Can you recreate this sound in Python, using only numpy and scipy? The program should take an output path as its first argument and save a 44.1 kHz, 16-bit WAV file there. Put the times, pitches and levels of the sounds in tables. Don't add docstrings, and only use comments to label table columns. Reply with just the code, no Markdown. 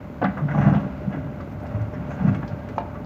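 import sys
import numpy as np
from scipy import signal
from scipy.fft import rfft, irfft
from scipy.io import wavfile
from scipy.ndimage import uniform_filter1d

SR = 44100
rng = np.random.default_rng(int(sys.argv[2]) if len(sys.argv) > 2 else 0)


def dump_mix(stems):
    frames = np.atleast_2d(stems).T
    limited = np.clip(frames, -1, 1)
    pcm = np.round(limited * 32767).astype(np.int16)
    wavfile.write(sys.argv[1], SR, pcm)


def level_to_linear(level):
    exponent = np.asarray(level, float) / 20
    return 10 ** exponent


N = 134505

# f/Hz, level/dB per Hz
EXHAUST = [(45, -2.0), (65, -3.5), (90, -5.5)]
# f/Hz, level/dB, time to fall 60 dB/s
KNOCK = [(285, -27, .04), (350, -26, .03), (420, -28, .03)]
# t/s, f/Hz
PUMP_WHINE = [(0, 603.4), (0.398, 599.5), (0.899, 597), (1.15, 610), (1.418, 595.3), (1.952, 605.2),
              (2.15, 598.8), (2.552, 600), (3.05, 598.5)]
# multiple of the shaft speed, level/dB rms
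SHAFT_TONES = [(2, -59), (3, -44.5), (12, -54), (16, -50.5), (17, -45.5)]
# t/s, level/dB
EFFORT = [(0, -3.5), (.2, -2.5), (.5, -1), (1.2, 0.5), (1.8, 0), (2.4, 0.5), (3.05, 0)]
# f/Hz, level/dB per Hz
ROAR = [(15, -48.5), (25, -28.5), (72, 2.5), (102, -2.5), (263, -5), (465, -22), (600, -17.5), (657, -18),
        (900, -20), (1170, -37.5), (1980, -120)]
# f/Hz, level/dB per Hz
CLATTER = [(290, -45), (500, -0.5), (599, -8.5), (727, -9), (1500, -9), (1800, -18.5), (2080, -14.5),
           (3320, -27.5), (7500, -42), (9750, -73), (16500, -120)]
# f/Hz, level/dB per Hz
HISS = [(3820, -21.5), (6500, -2), (7940, -12.5), (9510, -12.5), (11100, -7), (15100, -3.5), (16000, -14.5)]
# t/s, peak level/dB, f/Hz
SNAPS = [(0.242, -46, 3950), (.373, -58, 6900), (1.405, -49, 4600), (1.517, -53, 6006), (1.6, -51.5, 6000),
         (1.631, -53, 12900), (1.664, -50, 5450), (1.813, -51.5, 5770), (2.28, -51, 4500),
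         (2.346, -49, 6000), (2.476, -40.5, 4700), (2.686, -45.5, 5076), (2.7792, -41, 4200),
         (3.043, -45, 4293)]
# f/Hz, level/dB, time to fall 60 dB/s
SLAB = [(558.5, -5, 0.067), (687, -3, 0.052), (879, 0.5, 0.043), (1300, -5, 0.026), (1580, -8.5, 0.022),
        (2360, -11.5, 0.025), (2837, -24, .07), (3830, -20, 0.012)]
# t/s after landing, level/dB
BOUNCES = [
    (.0215, -11),
    (.030, -14),
]
# t/s, level/dB, f/Hz, length/s
SQUEALS = [(0.49, -66.5, 5900, 0.21), (0.45, -82, 7200, 0.025), (1.927, -65.5, 5300, .035),
           (2.077, -65.5, 6300, .1), (1.51, -76, 14000, .035), (2.76, -67, 6170, 0.037),
           (2.1, -80, 14500, 0.22)]
# t/s, level/dB of the load on the shell, level/dB of the grit at the teeth
DRAG = [(.2, -40.5, -61), (0.239, -23, -48), (.34, -43, -60), (.44, -29.5, -53.5), (.55, -26, -32.5),
        (0.65, -18.5, -30), (.8, -23.5, -37.5), (.92, -51, -49.5), (1.05, -35.5, -52), (1.15, -31.5, -41.5),
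        (1.3, -36, -55), (1.6, -46, -50.5), (1.7, -36.5, -39), (1.9, -37, -49.5), (2.179, -35.5, -40.5),
        (2.28, -22.5, -33.5), (2.379, -36.5, -44), (2.65, -46, -50.5)]
# f/Hz, level/dB, time to fall 60 dB/s
PLATES = [(591, -4.5, 0.16), (673, 6, 0.14), (734.5, -6, 0.41), (814, -2.5, 0.25), (923, 4.5, 0.058),
          (1150.6, 0, 0.16), (1418, -5.5, 0.19), (1500, -6.5, 0.25), (1637, -1, 0.14), (2008, -8.5, 0.27),
          (2193, -17.5, 0.45), (2673, -18.5, 0.2), (2865, -8.5, 0.098), (3390, -19.5, 0.17)]
# f/Hz, level/dB per Hz
GRIT = [(300, -29.5), (720, 1.5), (1000, -3), (1550, -3.5), (2900, -21), (4400, -37.5), (6300, -37),
        (9400, -74.5)]
# t/s, peak level/dB, centre f/Hz, scatter/s
STRIKES = [(.158, -39, 650, .004), (0.216, -14, 800, 0.015), (.224, -19.5, 600, .014),
           (0.2407, -14.5, 1100, 0.008), (.241, -32.5, 3390, 0.0078), (.251, -23, 1900, .008),
           (.258, -23, 1320, 0.015), (.284, -31.5, 1700, .02), (0.371, -24, 1150, 0.01),
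           (.385, -26.5, 1007, .03), (.484, -25, 1400, 0.008), (.512, -25, 1560, 0.0075),
           (.538, -27.5, 780, .006), (.549, -23.5, 780, .008), (.577, -19.5, 810, .01),
           (.612, -25, 1450, .012), (.615, -23.5, 750, .01), (.638, -27, 1500, .01),
           (0.661, -28.5, 1550, .006), (.668, -20, 750, 0.011), (.687, -26.5, 700, .01),
           (.741, -22, 650, .008), (.763, -23.5, 700, .01), (.793, -32, 900, .01), (.748, -37, 2700, 0.045),
           (1.113, -37.5, 1500, 0.0046), (1.127, -32, 1450, 0.0018), (1.153, -35, 1500, 0.016),
           (1.401, -31.5, 1306, 0.0086), (1.634, -35, 650, .006), (1.936, -34, 1500, 0.035),
           (2.198, -26.5, 800, .015), (2.346, -30, 1800, 0.0045), (2.427, -27, 1200, 0.0073),
           (2.686, -36.5, 1770, 0.0071), (2.729, -39.5, 660, .006), (2.79, -30, 700, 0.014),
           (2.948, -33.5, 1220, 0.024)]
# f/Hz, level/dB, time to fall 60 dB/s
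SHELL = [(82, -19.5, 0.079), (108, -10, 0.41), (132, -3.5, 0.1), (148, 2.5, 0.18), (176.8, -5.5, 0.13),
         (190.8, 1, 0.25), (260.3, -5, 0.24), (278, -15, 0.22)]
# t/s, peak level/dB, f/Hz
THUMPS = [(0.225, -14, 268), (0.244, -12, 191), (0.281, -17, 190), (0.301, -27, 140), (0.421, -14.5, 148),
          (.448, -15, 148), (0.553, -10.5, 148), (.58, -11, 148), (.63, -13, 170), (0.661, -3, 148),
          (0.716, -11, 142), (0.756, -9.5, 148), (1.075, -10.5, 158.3), (1.134, -18, 177),
          (1.744, -12.5, 108), (1.808, -13, 105), (1.997, -23.5, 125), (2.207, -14.5, 191),
          (2.246, -5, 187), (2.275, -5, 148), (2.298, -10, 113.6), (2.43, -22.5, 268), (2.514, -19, 95)]


def evened(x):
    return x / np.sqrt(np.mean(x ** 2) + 1e-20)


def noise(length=N):
    return rng.standard_normal(length)


def coloured(x, points):
    f, db = np.transpose(points)
    log_hz = np.log(np.fft.rfftfreq(len(x), 1 / SR) + 1)
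    gain = level_to_linear(np.interp(log_hz, np.log(f), db, -120, -120))
    return irfft(rfft(x) * gain, len(x))


def slow(per_s):
    span = max(int(SR / per_s), 1)
    return evened(uniform_filter1d(uniform_filter1d(noise(), span), span))


def over_time(s, values):
    return np.interp(np.arange(N) / SR, s, values)


def ring(hz, db, t60, rise_s):
    t = np.arange(SR // 2) / SR
    fade = level_to_linear(db - 60 * t / max(t60, .002))
    rise = 1 - np.exp(-t / max(rise_s, 1e-5))
    return fade * np.sin(2 * np.pi * hz * t) * rise


def add(mix, s, sound):
    part = mix[round(s * SR):][:len(sound)]
    part += sound[:len(part)]


def grains(per_s, spread_db):
    size = level_to_linear(spread_db * np.minimum(rng.exponential(1, N), 5))
    sign = rng.choice([-1., 1.], N)
    return size * sign * (rng.random(N) < per_s / SR)


def drag(column):
    rows = np.transpose(DRAG)
    return level_to_linear(over_time(rows[0], rows[column]))


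def yard(x):
    spacing, t60_s = 22, 0.78
    at = np.arange(300, SR // 2, spacing)
    taps = np.zeros(SR // 2 + spacing)
    sign = rng.choice([-1., 1.], len(at))
    taps[at + rng.integers(0, spacing, len(at))] = sign * level_to_linear(-60 * at / SR / t60_s)
    return signal.oaconvolve(x, taps / np.linalg.norm(taps))[:N]


def truck():
    start_s, cycle_s = .1005, .1528
    out = np.zeros(N)
    for s, chance_db in zip(np.arange(start_s, N / SR, cycle_s), noise(30)):
        knock = sum(ring(hz, db, t60, 0.0019) for hz, db, t60 in KNOCK)
        add(out, s, level_to_linear(chance_db) * knock)
    cycle = (np.arange(N) / SR - start_s) / cycle_s
    heave = (1 + np.cos(2 * np.pi * (cycle - .33))) / 2
    return out + level_to_linear(-54.5) * heave * evened(coloured(noise(), EXHAUST))


def engine():
    whine_order = 17
    whine_hz = over_time(*np.transpose(PUMP_WHINE)) + .6 * slow(4.9)
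    turns = np.cumsum(whine_hz) / whine_order / SR
    tones = np.zeros(N)
    for order, db in SHAFT_TONES:
        level = np.sqrt(2) * level_to_linear(db + 2.72 * slow(16))
        tones += level * np.sin(2 * np.pi * (round(order) * turns + rng.random()))
    firing = np.exp(-(2 * turns % 1) / 0.37)
    roar = coloured(noise() * (1 + 2.3 * firing), ROAR)
    roar *= level_to_linear(0.77 * slow(40) + over_time(*np.transpose(EFFORT)))
    rattle = noise() + 0.2 * evened(grains(900, 15.0))
    clatter = coloured(rattle * (1 + 0.35 * firing), CLATTER) * level_to_linear(0.99 * slow(8.8))
    air = noise() * (1 + 0.26 * firing) + 0.48 * evened(grains(500, 4.1))
    hiss = coloured(air, HISS) * level_to_linear(.6 * slow(15))
    return tones + level_to_linear(-34.5) * evened(roar) + level_to_linear(-47.5) * evened(clatter) + level_to_linear(-73) * evened(hiss)


def pebbles():
    out, t = np.zeros(N), np.arange(2048) / SR
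    for s, db, hz in SNAPS:
        snap = coloured(noise(len(t)), [(.2 * hz, -9), (hz, 0), (1.63 * hz, -16)])
        snap *= np.exp(-t / 0.012)
        add(out, s, level_to_linear(db) * np.minimum(t / 0.0033, 1) * snap / abs(snap).max())
    return out


def slab():
    land_s, crack_s, crack_hz, crack_width_s = 2.782, 2.7817, 920, 0.00099
    out = np.zeros(N)
    clack = level_to_linear(-6 - 3) * sum(ring(*mode, 0.00034) for mode in SLAB) / 3
    for delay_s, db in [(0, 0)] + BOUNCES:
        add(out, land_s + delay_s, level_to_linear(db) * clack)
    u = np.arange(N) / SR - crack_s
    crack = np.cos(2 * np.pi * crack_hz * u) * np.exp(-(u / crack_width_s) ** 2)
    return out - level_to_linear(-10.5) * crack


def squeals():
    out = np.zeros(N)
    for s, db, hz, length_s in SQUEALS:
        t = np.arange(0, length_s, 1 / SR)
        squeal = coloured(noise(10000), [(0.88 * hz, -20), (hz, 0), (1.3 * hz, -20)])
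        add(out, s, level_to_linear(db) * np.sin(np.pi * t / length_s) * evened(squeal)[:len(t)])
    return out


def plates():
    rub = evened(grains(2500, 2.2)) * drag(column=2) * level_to_linear(2.28 * slow(47))
    body = sum(ring(hz, db, 0.28 * t60, 0.00011) for hz, db, t60 in PLATES)
    out = level_to_linear(-4.5) * signal.oaconvolve(rub, body / np.linalg.norm(body))[:N]
    crunch = coloured(rub, GRIT)
    out += level_to_linear(-1.5) * crunch * np.linalg.norm(rub) / np.linalg.norm(crunch)
    t = np.arange(8192) / SR
    for s, db, centre_hz, scatter_s in STRIKES:
        fade = np.exp(-t / np.clip(scatter_s, .001, .03)) * (1 - np.exp(-t / 0.00019))
        modes = np.zeros(SR // 2)
        for hz, mode_db, t60 in PLATES:
            far_db = 11 * abs(np.log2(hz / centre_hz))
            modes += ring(hz, 0.71 * mode_db - far_db, 0.37 * t60, 0.0006)
        hit = signal.oaconvolve(noise(len(t)) * fade, modes)[:len(t)]
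        dust = coloured(noise(len(t)), [(0.17 * centre_hz, -22), (0.79 * centre_hz, -3),
                                        (1.18 * centre_hz, 0), (1.88 * centre_hz, -26), (12000, -80)])
        hit = hit / abs(hit).max() + 1.15 * fade * evened(dust) / 2
        add(out, s, level_to_linear(db) * hit / abs(hit).max())
    return out


def shell():
    push_db, push_cycles = -6.5, 0.71
    slips = evened(grains(300, 1.0)) * drag(column=1)
    rings = [ring(hz, db, 0.67 * t60, 0.0039) for hz, db, t60 in SHELL]
    body = sum(signal.oaconvolve(slips * level_to_linear(1.51 * slow(33)), r)[:N] for r in rings)
    out = level_to_linear(1.0) * body / np.linalg.norm(rings)
    for s, db, pitch_hz in THUMPS:
        bump = np.zeros(SR // 2)
        for hz, mode_db, t60 in SHELL:
            far_db = 26 * abs(np.log2(hz / pitch_hz))
            bump += ring(hz, mode_db - far_db, 0.54 * t60, 0.0076)
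        add(out, s, level_to_linear(db - 7) * bump / abs(bump).max())
        cycles = np.arange(4096) / SR * pitch_hz - 1.6
        push = np.cos(2 * np.pi * cycles) * np.exp(-(cycles / push_cycles) ** 2)
        add(out, s, -level_to_linear(db + push_db) * push)
    return out


def scene():
    near = pebbles() + slab() + squeals() + plates() + shell()
    t = np.arange(N) / SR
    ends = np.clip(np.minimum(t / .006, (t[-1] - t) / .002), 0, 1)
    return (ends * (near + level_to_linear(-11) * yard(near) + engine() + truck()))[None]


def top_cut(x):
    return signal.sosfilt(signal.butter(12, 16960, fs=SR, output="sos"), x)


def record(dry):
    high_pass = signal.butter(2, 55, "high", fs=SR, output="sos")
    no_rumble = signal.sosfilt(high_pass, dry)
    low_pass = signal.firwin(511, 15800, fs=SR)[None]
    return top_cut(signal.oaconvolve(no_rumble, low_pass, "same"))


dry = scene()
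out = record(dry)
dump_mix(out)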